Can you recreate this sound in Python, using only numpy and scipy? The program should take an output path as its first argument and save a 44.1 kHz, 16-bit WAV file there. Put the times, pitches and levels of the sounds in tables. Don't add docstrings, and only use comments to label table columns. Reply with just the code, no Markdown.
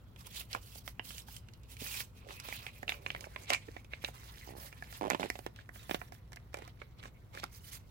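import sys
import numpy as np
from scipy import signal
from scipy.io import wavfile

SR = 44100
rng = np.random.default_rng(int(sys.argv[2]) if len(sys.argv) > 2 else 0)


def digitize_waveform(pressure):
    field = np.atleast_2d(pressure).T
    bounded = np.clip(field, -1, 1)
    quanta = np.round(bounded * 32767).astype(np.int16)
    wavfile.write(sys.argv[1], SR, quanta)


N = 348734
TIME = np.arange(N) / SR
NO_DENORMALS = 1e-18


def from_db(db):
    return 10 ** (np.asarray(db) / 20)


def rms_one(x):
    return x / np.sqrt(np.mean(x ** 2) + 1e-20)


def at_hz(points, hz):
    f, value = np.transpose(points)
    return np.interp(np.log(hz), np.log(f), value)


def band(x, low_hz, high_hz, order=2):
    edges = [low_hz, min(high_hz, SR / 2 - 500)]
    return signal.sosfilt(signal.butter(order, edges, "band", fs=SR, output="sos"), x)


def resonate(x, hz, width_hz):
    r = np.exp(-np.pi * width_hz / SR)
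    feedback = [1, -2 * r * np.cos(2 * np.pi * hz / SR), r * r]
    return signal.lfilter(np.array([1, 0, -1]) * (1 - r * r) / 2, feedback, x)


def drift(rate):
    knots = rng.standard_normal(N // 20)
    return rms_one(np.interp(TIME * rate, np.arange(len(knots)), knots))


def pan(lean_db):
    return rms_one(from_db([[lean_db / 2], [-lean_db / 2]]))


def grains(per_s, spread_db):
    sizes = from_db(spread_db * np.minimum(rng.exponential(1, N), 4))
    struck = rng.random(N) < per_s / SR
    return rms_one(struck * sizes * rng.choice([-1, 1], N))


def colour(draw, spectrum, likeness, lean, patchy_db, low_hz):
    edges = np.geomspace(low_hz, 18000, int(2 * np.log2(18000 / low_hz)) + 1)
    sources = [np.array([draw(), draw()]) for _ in range(2)]
    out = 0
    for k, (low, high) in enumerate(zip(edges, edges[1:])):
        mid, side = band(sources[k % 2], low, high)
        hz = np.sqrt(low * high)
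        alike = np.clip(at_hz(likeness, hz), 0, 1)
        gain = from_db(at_hz(spectrum, hz) + patchy_db * drift(40))
        stereo = np.sqrt(1 + alike) * mid + np.sqrt(1 - alike) * side * [[1], [-1]]
        out = out + gain * pan(at_hz(lean, hz)) * stereo
    return rms_one(out)


def jolt(t, decay_s, scatter, apart):
    noise = rng.standard_normal((3, len(t))) * np.exp(-t / decay_s)
    noise /= np.linalg.norm(noise, axis=1, keepdims=True)
    return scatter * (noise[0] + apart * noise[1:]) - (t == 0)


def add(out, s, wave, level_db, lean_db):
    at = round(s * SR)
    unit = rms_one(wave) * np.sqrt(.01 * SR / wave.shape[1])
    out[:, at:at + wave.shape[1]] += (from_db(level_db) * pan(lean_db) * unit)[:, :N - at]


def swells(rows, rise_db_per_s, fall_db_per_s, rest_db):
    t = TIME[::16]
    level_db = np.full(len(t), float(rest_db))
    for s, length_s, db, swell_db in rows:
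        hold_db = db + swell_db * (np.clip((t - s) / length_s, 0, 1) - .5)
        before_db = rise_db_per_s * np.maximum(s - t, 0)
        after_db = fall_db_per_s * np.maximum(t - s - length_s, 0)
        level_db = np.maximum(level_db, hold_db - before_db - after_db)
    return np.interp(TIME, t, from_db(level_db))


# (frequency [Hz], relative density [dB per Hz])
ROOM_COLOUR = [(20, -11.5), (45, 1.5), (70, 1), (125, -4), (200, -8.5), (300, -17.5), (430, -18),
               (600, -22.5), (1200, -25), (2400, -38.5), (4000, -39), (8000, -57.5), (16000, -41)]
# (frequency [Hz], likeness [0-1])
ROOM_LIKENESS = [(40, 0.8), (130, 0.86), (300, 0.7), (700, 0.17), (2000, 0), (16000, 0.17)]
# (frequency [Hz], typical level [dB rms])
APPLIANCE_HUM = [(59.3, -60.5), (99.6, -62.5), (112, -66.5), (124, -66), (149, -74), (199, -82.5)]


def room_tone(level_db=-56.5, waver_db=1.0):
    room_lean = [(50, 0.55), (1000, 0)]   # (frequency [Hz], left-right [dB])
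    air = colour(lambda: rng.standard_normal(N), ROOM_COLOUR, ROOM_LIKENESS, room_lean,
                 patchy_db=1.35, low_hz=20.93)
    hum = 0
    for hz, db in APPLIANCE_HUM:
        strength = from_db(db + waver_db * drift(3.2)) * np.sqrt(2)
        hum = hum + strength * np.sin(2 * np.pi * hz * TIME + 0.77 * drift(1.967))
    return from_db(level_db) * band(air, 34, 20000, order=3) + hum


# (start [s], length [s], powder level [dB], rubbing level [dB], swell from start to end [dB])
MOVES = [(0.194, 0.019, -56, -57, -2), (0.247, 0.021, -55.5, -54, 9), (0.314, 0.086, -46.5, -52.5, 11),
         (0.512, 0.063, -53.5, -52.5, -3.5), (0.619, 0.17, -52.5, -78, 6), (0.856, 0.036, -51, -75, 4),
         (1.052, 0.15, -47.5, -58.5, 2.5), (1.288, 0.081, -50, -62, -1), (1.689, 0.038, -53, -68, 12.5),
         (1.809, .2, -39, -49.5, 1.5), (2.167, 0.019, -58.5, -65, -2), (2.21, 0.081, -73, -61, -1),
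         (2.294, 0.14, -57.5, -51.5, -8), (2.444, .12, -46.5, -50.5, 1), (2.592, .1, -54, -52, -6),
         (2.737, 0.1, -60, -62, -2), (2.899, 0.066, -51, -47, -9), (3.021, 0.24, -60, -58.5, 1),
         (3.273, 0.17, -63.5, -57, 10), (3.496, 0.045, -54, -36.5, 2), (3.567, 0.23, -64.5, -61.5, 5),
         (3.918, 0.083, -66.5, -57.5, -9), (4.022, 0.065, -53.5, -52.5, 3), (4.142, 0.37, -56.5, -56, 0.5),
         (4.571, 0.11, -49.5, -57, 2), (4.722, 0.16, -61.5, -58, 5), (4.907, 0.074, -51, -51.5, 0.5),
         (5.1, 0.082, -58, -57, -10), (5.21, 0.073, -57, -47.5, -11.5), (5.29, 0.18, -58, -73, -5),
         (5.557, 0.058, -72, -58.5, 4), (5.75, 0.14, -55.5, -61, -4), (5.898, 0.057, -47.5, -55, -2),
         (5.993, 0.089, -60, -61, -6), (6.133, 0.049, -62, -65.5, -4), (6.535, 0.167, -67.5, -59, -2),
         (6.8, 0.038, -72, -60.5, -1), (6.975, 0.024, -74, -57.5, 5), (7.036, 0.045, -66, -53.5, -1.5),
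         (7.343, 0.051, -60, -48.5, 2), (7.44, 0.014, -66, -46, -16), (7.524, 0.054, -53, -72, 2),
         (7.613, 0.077, -52.5, -72, 13), (7.726, 0.031, -43.5, -54.5, -2.5), (7.88, .03, -69, -76, -2)]


def flow():
    rows = [(s, length, db, swell) for s, length, db, _, swell in MOVES]
    return swells(rows, rise_db_per_s=694, fall_db_per_s=444, rest_db=-75.5)


def friction():
    rows = [(s, length, db, swell) for s, length, _, db, swell in MOVES]
    return swells(rows, rise_db_per_s=900, fall_db_per_s=484, rest_db=-72.5)


# (time [s], centre frequency [Hz])
MOUTH_PITCH = [(0, 3300), (.45, 3240), (.95, 2290), (1.1, 3170), (1.4, 2950), (1.9, 2470), (2.7, 2570),
               (3.2, 2250), (3.9, 2220), (4.3, 2000), (4.8, 1780), (5.3, 1830), (6.5, 1940), (7.0, 2200),
               (7.9, 2080)]


def mouth(x, width_hz):
    s, hz = np.transpose(MOUTH_PITCH)
    turn = np.exp(2j * np.pi * np.cumsum(np.interp(TIME, s, hz)) / SR)
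    r = np.exp(-np.pi * width_hz / SR)
    smoothed = signal.lfilter([1 - r], [1, -r], x / turn + NO_DENORMALS)
    return 2 * np.real(turn * smoothed)


# (frequency [Hz], relative density [dB per Hz])
POWDER_COLOUR = [(150, -34.5), (400, -17), (800, -4), (1500, 8), (2200, -5.5), (3000, 2.5), (4500, 8.5),
                 (7000, 8), (10000, 3.5), (13000, 29), (16000, 4.5)]
# (frequency [Hz], likeness [0-1])
LIKENESS = [(60, .95), (300, 0.9), (1000, 0.74), (2200, 0.5), (4500, 0), (9000, 0), (16000, 0.6)]
# (frequency [Hz], left-right [dB])
LEAN = [(150, 20), (400, -3), (700, -23), (1300, -0.5), (2400, -3), (4500, -5.5), (8000, -6.5), (15000, -8)]


def powder(level_db=-4.0):
    hiss = colour(lambda: grains(per_s=14000, spread_db=3.5), POWDER_COLOUR, LIKENESS, LEAN,
                  patchy_db=2.0, low_hz=129.6)
    hiss = hiss + 2.34 * mouth(hiss, width_hz=1200)
    clumps = from_db(level_db + 2.2 * drift(130))
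    return flow() * clumps * rms_one(hiss)


def flakes(per_s=200, cycles=52.0, level_db=-11.5, count=36):
    hits = grains(per_s, spread_db=3.5)
    dealt = rng.integers(0, count, N)
    out = 0
    for k, hz in enumerate(np.geomspace(2500, 9000, count)):
        ping = resonate(hits * (dealt == k) + NO_DENORMALS, hz, hz / cycles)
        out = out + ping / hz ** 0.64 * pan(at_hz(LEAN, hz))
    return flow() * from_db(level_db) * rms_one(out)


# (frequency [Hz], relative density [dB per Hz])
FOIL_COLOUR = [(150, -28), (400, 4.5), (700, 0.5), (1200, 10.5), (1700, -1), (2300, 7), (3200, 6),
               (4500, -12), (6500, -4.5), (10000, -13.5), (16000, -37)]


def rubbing(level_db=-2.5):
    rustle = colour(lambda: grains(per_s=1500, spread_db=2.0), FOIL_COLOUR, LIKENESS, LEAN,
                    patchy_db=4.5, low_hz=140.94)
    rustle = rustle + 1.5 * mouth(rustle, width_hz=200) + .9 * resonate(rustle, 5000, width_hz=1500)
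    flutter = from_db(level_db + 1.4 * drift(90))
    return friction() * flutter * rms_one(rustle)


def wrinkles(per_s=70, cycles=3.6, level_db=-11.0, count=12):
    hits = grains(per_s, spread_db=3.5)
    dealt = rng.integers(0, count, N)
    ticks = 0
    for k, hz in enumerate(np.geomspace(1500, 5200, count)):
        tick = resonate(hits * (dealt == k) + NO_DENORMALS, hz, hz / cycles)
        ticks = ticks + tick / hz ** 1.2
    return friction() * from_db(level_db) * rms_one(ticks) * pan(lean_db=-10.5)


def fold_crack(t, decay_s):
    crack = band(jolt(t, decay_s, scatter=1.0, apart=0.74), 2700, 13100)
    return crack + 1.17 * resonate(crack, 5480, width_hz=2000)


# (time [s], ring level [dB], ring pitch [Hz],
# panel thump re ring [dB], crack re ring [dB])
SNAPS = [(0.1609, -57.5, 2280, -6, -11), (0.269, -58.5, 2950, -10, 5), (0.408, -47.5, 2670, -11, -16),
         (0.53, -41.5, 3550, -24, -5), (0.5342, -45, 2640, -12, -6), (0.5483, -33.5, 1500, -6.5, -22),
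         (0.757, -62, 2570, 8, 7), (0.8773, -43, 2160, -4.5, -6), (0.9951, -37.5, 1960, -5, -38),
         (1.1056, -47.5, 1880, -9.5, -12), (1.181, -50, 3030, -20, 1), (1.2843, -52, 1420, -13, -8),
         (1.365, -52.5, 3040, -26, 3), (1.486, -58, 2800, -20, -7.5), (1.536, -62, 3500, -13, 1),
         (1.634, -66.5, 3600, -17, 0), (1.7677, -53.5, 2790, -21, -5), (1.9413, -44, 2180, -24, -7),
         (2.004, -40.5, 2430, -15, -12), (2.3062, -47, 1820, -13, -27), (2.4, -54, 2840, -28, 7),
         (2.487, -47.5, 2810, 1.5, -4), (2.5251, -39, 1780, -13.5, -22), (2.6657, -41, 2200, -10.5, -15),
         (2.8296, -43, 1580, 0.5, -15), (2.8792, -37, 2750, -12, -32), (2.8928, -31.5, 2610, -11, -18),
         (2.9003, -46, 2480, -9, -20), (2.9206, -37, 2260, -11.5, -27), (3.0631, -34.5, 2330, -11, -25),
         (3.1033, -35.5, 2240, -14.5, -26), (3.116, -56, 3400, 0, -3), (3.148, -39.5, 2030, -6.5, -31),
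         (3.162, -46, 2130, -15, -20), (3.2081, -53.5, 2170, -8, 5.5), (3.2411, -45.5, 1610, -11, -18),
         (3.361, -40, 2090, -6.5, -31), (3.5032, -28.5, 2800, -3, -9), (3.519, -44.5, 1890, 6, -14),
         (3.5286, -33, 2130, -13, -25), (3.534, -30.5, 2760, -22, -6), (3.5464, -31.5, 1980, -14, -14),
         (3.6836, -53.5, 1730, -1.5, -28), (3.7654, -47, 2100, 1.5, -25), (3.8458, -59, 2430, -6, -5.5),
         (3.9346, -38.5, 1910, -11, -35), (4.0407, -46, 1520, 2.5, -10), (4.0462, -33.5, 2700, -18.5, -20),
         (4.086, -55.5, 1220, 9, -9), (4.7271, -51.5, 1700, -7, -13), (4.8238, -41.5, 1640, -7.5, -19.5),
         (4.9257, -50.5, 1710, -5, -5), (5.1013, -34, 2040, 1, -1.5), (5.1076, -31, 1880, -6.5, -22),
         (5.1219, -43, 1460, -7, -20), (5.2305, -37, 2050, -4, -30), (5.3011, -33.5, 1950, -5, -8.5),
         (5.5609, -55.5, 2690, -16, -7.5), (5.5886, -50, 1550, -10, -22), (5.691, -47, 1530, -7.5, -18.5),
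         (5.758, -53, 1690, -2, -26), (6.0152, -43.5, 1620, -2.5, -22), (6.122, -55.5, 1660, 7, -4),
         (6.3204, -56.5, 1600, -2, -4), (6.3311, -52, 2200, -8, -4), (6.36, -62, 1800, 2, 7),
         (6.3705, -50, 1670, -8, -22), (6.5427, -40.5, 1560, -0.5, -8.5), (6.5708, -55.5, 2230, 6, -1),
         (6.587, -56, 2020, 7, -4), (6.6211, -54.5, 2650, 5.5, -12), (6.677, -55.5, 1900, 2, -3),
         (6.8171, -45.5, 1520, -3, -29), (7.0285, -52.5, 2230, -9, -14), (7.0554, -49, 1840, -4, -24),
         (7.35, -51.5, 2200, -2, -5), (7.3737, -44, 1650, -6.5, -15), (7.387, -56, 2300, -13, -6),
         (7.3985, -50, 4280, -8, -27), (7.434, -43, 1490, -1, -17), (7.4393, -36.5, 1300, -9.5, -9)]
SNAP_DECAY_S, SNAP_REFERENCE_DB = 0.0017, -29.5
SNAP_DOUBLING_DB = 31


def snaps():
    out, t = np.zeros((2, N)), np.arange(SR // 20) / SR
    for s, level_db, hz, thump, crack in SNAPS:
        slowness = 2 ** ((SNAP_REFERENCE_DB - level_db) / SNAP_DOUBLING_DB)
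        decay_s = SNAP_DECAY_S * slowness
        scatter = 2.7 * slowness
        facet = band(jolt(t, decay_s * 1.13, scatter, apart=1.0), hz * 0.47, hz * 1.585, order=3)
        facet = facet + 1.38 * resonate(facet, hz, width_hz=440) + 0.84 * resonate(facet, 2320, width_hz=110)
        own_hz = hz * rng.uniform(0.43, 1.562)
        facet = facet + 1.97 * resonate(facet, own_hz, width_hz=220)
        panel = band(jolt(t, decay_s * 1.35, 0.3 * scatter, apart=0.2), 243, 880)
        panel = panel + 1.5 * resonate(panel, 711, width_hz=81)
        add(out, s, facet, level_db, lean_db=-5.5)
        add(out, s, panel, level_db + thump, lean_db=-11.5)
        add(out, s, fold_crack(t, decay_s), level_db + crack, lean_db=-9.0)
    return out


# (time of the middle [s], half length [s], level at the middle [dB], pitch [Hz])
SCUFFS = [(0.565, 0.011, -46.5, 830), (1.821, 0.0075, -45, 372), (2.285, 0.031, -52.5, 574),
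          (3.05, 0.25, -61, 573), (3.22, 0.028, -61, 547), (3.271, 0.0051, -44.5, 750),
          (3.508, 0.0026, -32, 796), (3.418, 0.042, -61, 510), (3.688, 0.0077, -48.5, 480),
          (4.637, 0.048, -56.5, 811), (6.59, 0.045, -58, 780), (7.045, 0.028, -62, 520),
          (7.374, 0.042, -59.5, 960)]


def scuffs(lean_db=-9.0):
    slip_grains, out = grains(per_s=1300, spread_db=3.5), 0
    for s, half_s, level_db, hz in SCUFFS:
        swell = np.exp(-np.minimum(((TIME - s) / half_s) ** 2, 20))
        dull = rms_one(band(slip_grains, hz * 0.58, hz * 1.09))
        out = out + from_db(level_db) * swell * dull
    return out * pan(lean_db)


# (start [s], length [s], slip rate [1/s], thump level [dB], ring re thump [dB], crack re thump [dB],
# hollow pitch [Hz])
CREAKS = [(4.476, .107, 66, -52, -12, -22, 750), (5.0112, .074, 102, -37.5, -10, -21.5, 770),
          (5.1162, .038, 65, -35, -1, -20, 714), (5.1983, .062, 100, -40, -5.5, -15.5, 720)]
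SLIP_JITTER_S = .0007
SLIP_SPREAD_DB, SLIP_PITCH_SPREAD = 1.5, 0.13


def slips():
    rows = []
    for s, length_s, per_s, db, ring, crack, hz in CREAKS:
        for after_s in np.arange(0, length_s, 1 / per_s):
            late, loud, sharp = rng.standard_normal(3)
            slip_s = s + after_s + SLIP_JITTER_S * late
            slip_hz = hz * np.exp(SLIP_PITCH_SPREAD * sharp)
            rows.append((slip_s, db + SLIP_SPREAD_DB * loud, ring, crack, slip_hz))
    return rows


# (time [s], thump level [dB], ring re thump [dB], crack re thump [dB])
TAPS = [(5.355, -47.5, 3.5, -12), (5.3904, -46, -1.5, -8.5), (5.464, -38, -1, -12.5),
        (5.8951, -40, -1, -19), (5.911, -34, 3, -14), (5.9451, -34, 2.5, -12)]
TAP_HOLLOW_HZ = 718


def knocks(thump_db=1.0, ring_db=-4.5, crack_db=-1.5):
    out, t = np.zeros((2, N)), np.arange(SR // 20) / SR
    taps = [(*row, TAP_HOLLOW_HZ) for row in TAPS]
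    for s, level_db, ring, crack, hz in taps + slips():
        swing = band(jolt(t, decay_s=0.0038, scatter=0.49, apart=0.49), hz * 0.21, hz * 1.25, order=4)
        swing = swing + 1.07 * resonate(swing, hz, width_hz=80) + 0.87 * resonate(swing, 356, width_hz=160)
        rattle = band(jolt(t, decay_s=0.0049, scatter=1.0, apart=1.0), 1160, 3360, order=3)
        add(out, s, swing, level_db + thump_db, lean_db=-11.5)
        add(out, s, rattle, level_db + ring + ring_db, lean_db=-5.5)
        add(out, s, fold_crack(t, decay_s=0.0027), level_db + crack + crack_db, lean_db=-8.0)
    return out


# (time [s], lag [s])
LEFT_LAG = [(0, 0.00039), (2.6, 0.00039), (3.2, 0.00045), (4.2, 0.00045), (5.2, 0.0004), (5.8, 0.000506),
            (7.3, 0.00049), (7.9, 0.0004)]


def left_late(x, dip_hz=1250, dip_width_hz=600, dip=0.23):
    left, right = x
    lag_s = np.interp(TIME, *np.transpose(LEFT_LAG))
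    late_left = np.interp(TIME - lag_s, TIME, left)
    return np.array([late_left, right - dip * resonate(right, dip_hz, dip_width_hz)])


def kitchen(x, early_db=-14.5, tail_db=-19.0, early_s=0.011, t60_s=.2):
    t = np.arange(SR // 2) / SR
    noise = rng.standard_normal((3, 2, len(t)))
    early = band(noise[0], 290, 11700) * np.exp(-t / early_s) * (t > .002)
    tail = band(noise[1], 170, 6000) * from_db(-60 * t / t60_s)
    tail += .5 * band(noise[2], 4000, 20000) * from_db(-60 * t / (1.6 * t60_s))
    tail *= np.clip(t / 0.014, 0, 1)
    echoes = from_db(early_db) * rms_one(early) + from_db(tail_db) * rms_one(tail)
    crossed = .75 * x + .25 * x[::-1]
    return signal.fftconvolve(crossed, echoes / np.sqrt(len(t)), axes=1)[:, :N]


def scene():
    sliding = powder() + flakes()
    foil = rubbing() + wrinkles() + snaps() + scuffs() + knocks()
    packet = left_late(sliding + foil)
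    return room_tone() + packet + kitchen(packet)


def record(dry, cutoff_hz=16100):
    return signal.sosfilt(signal.ellip(12, .1, 80, cutoff_hz, fs=SR, output="sos"), dry)


dry = scene()
out = record(dry)
digitize_waveform(out)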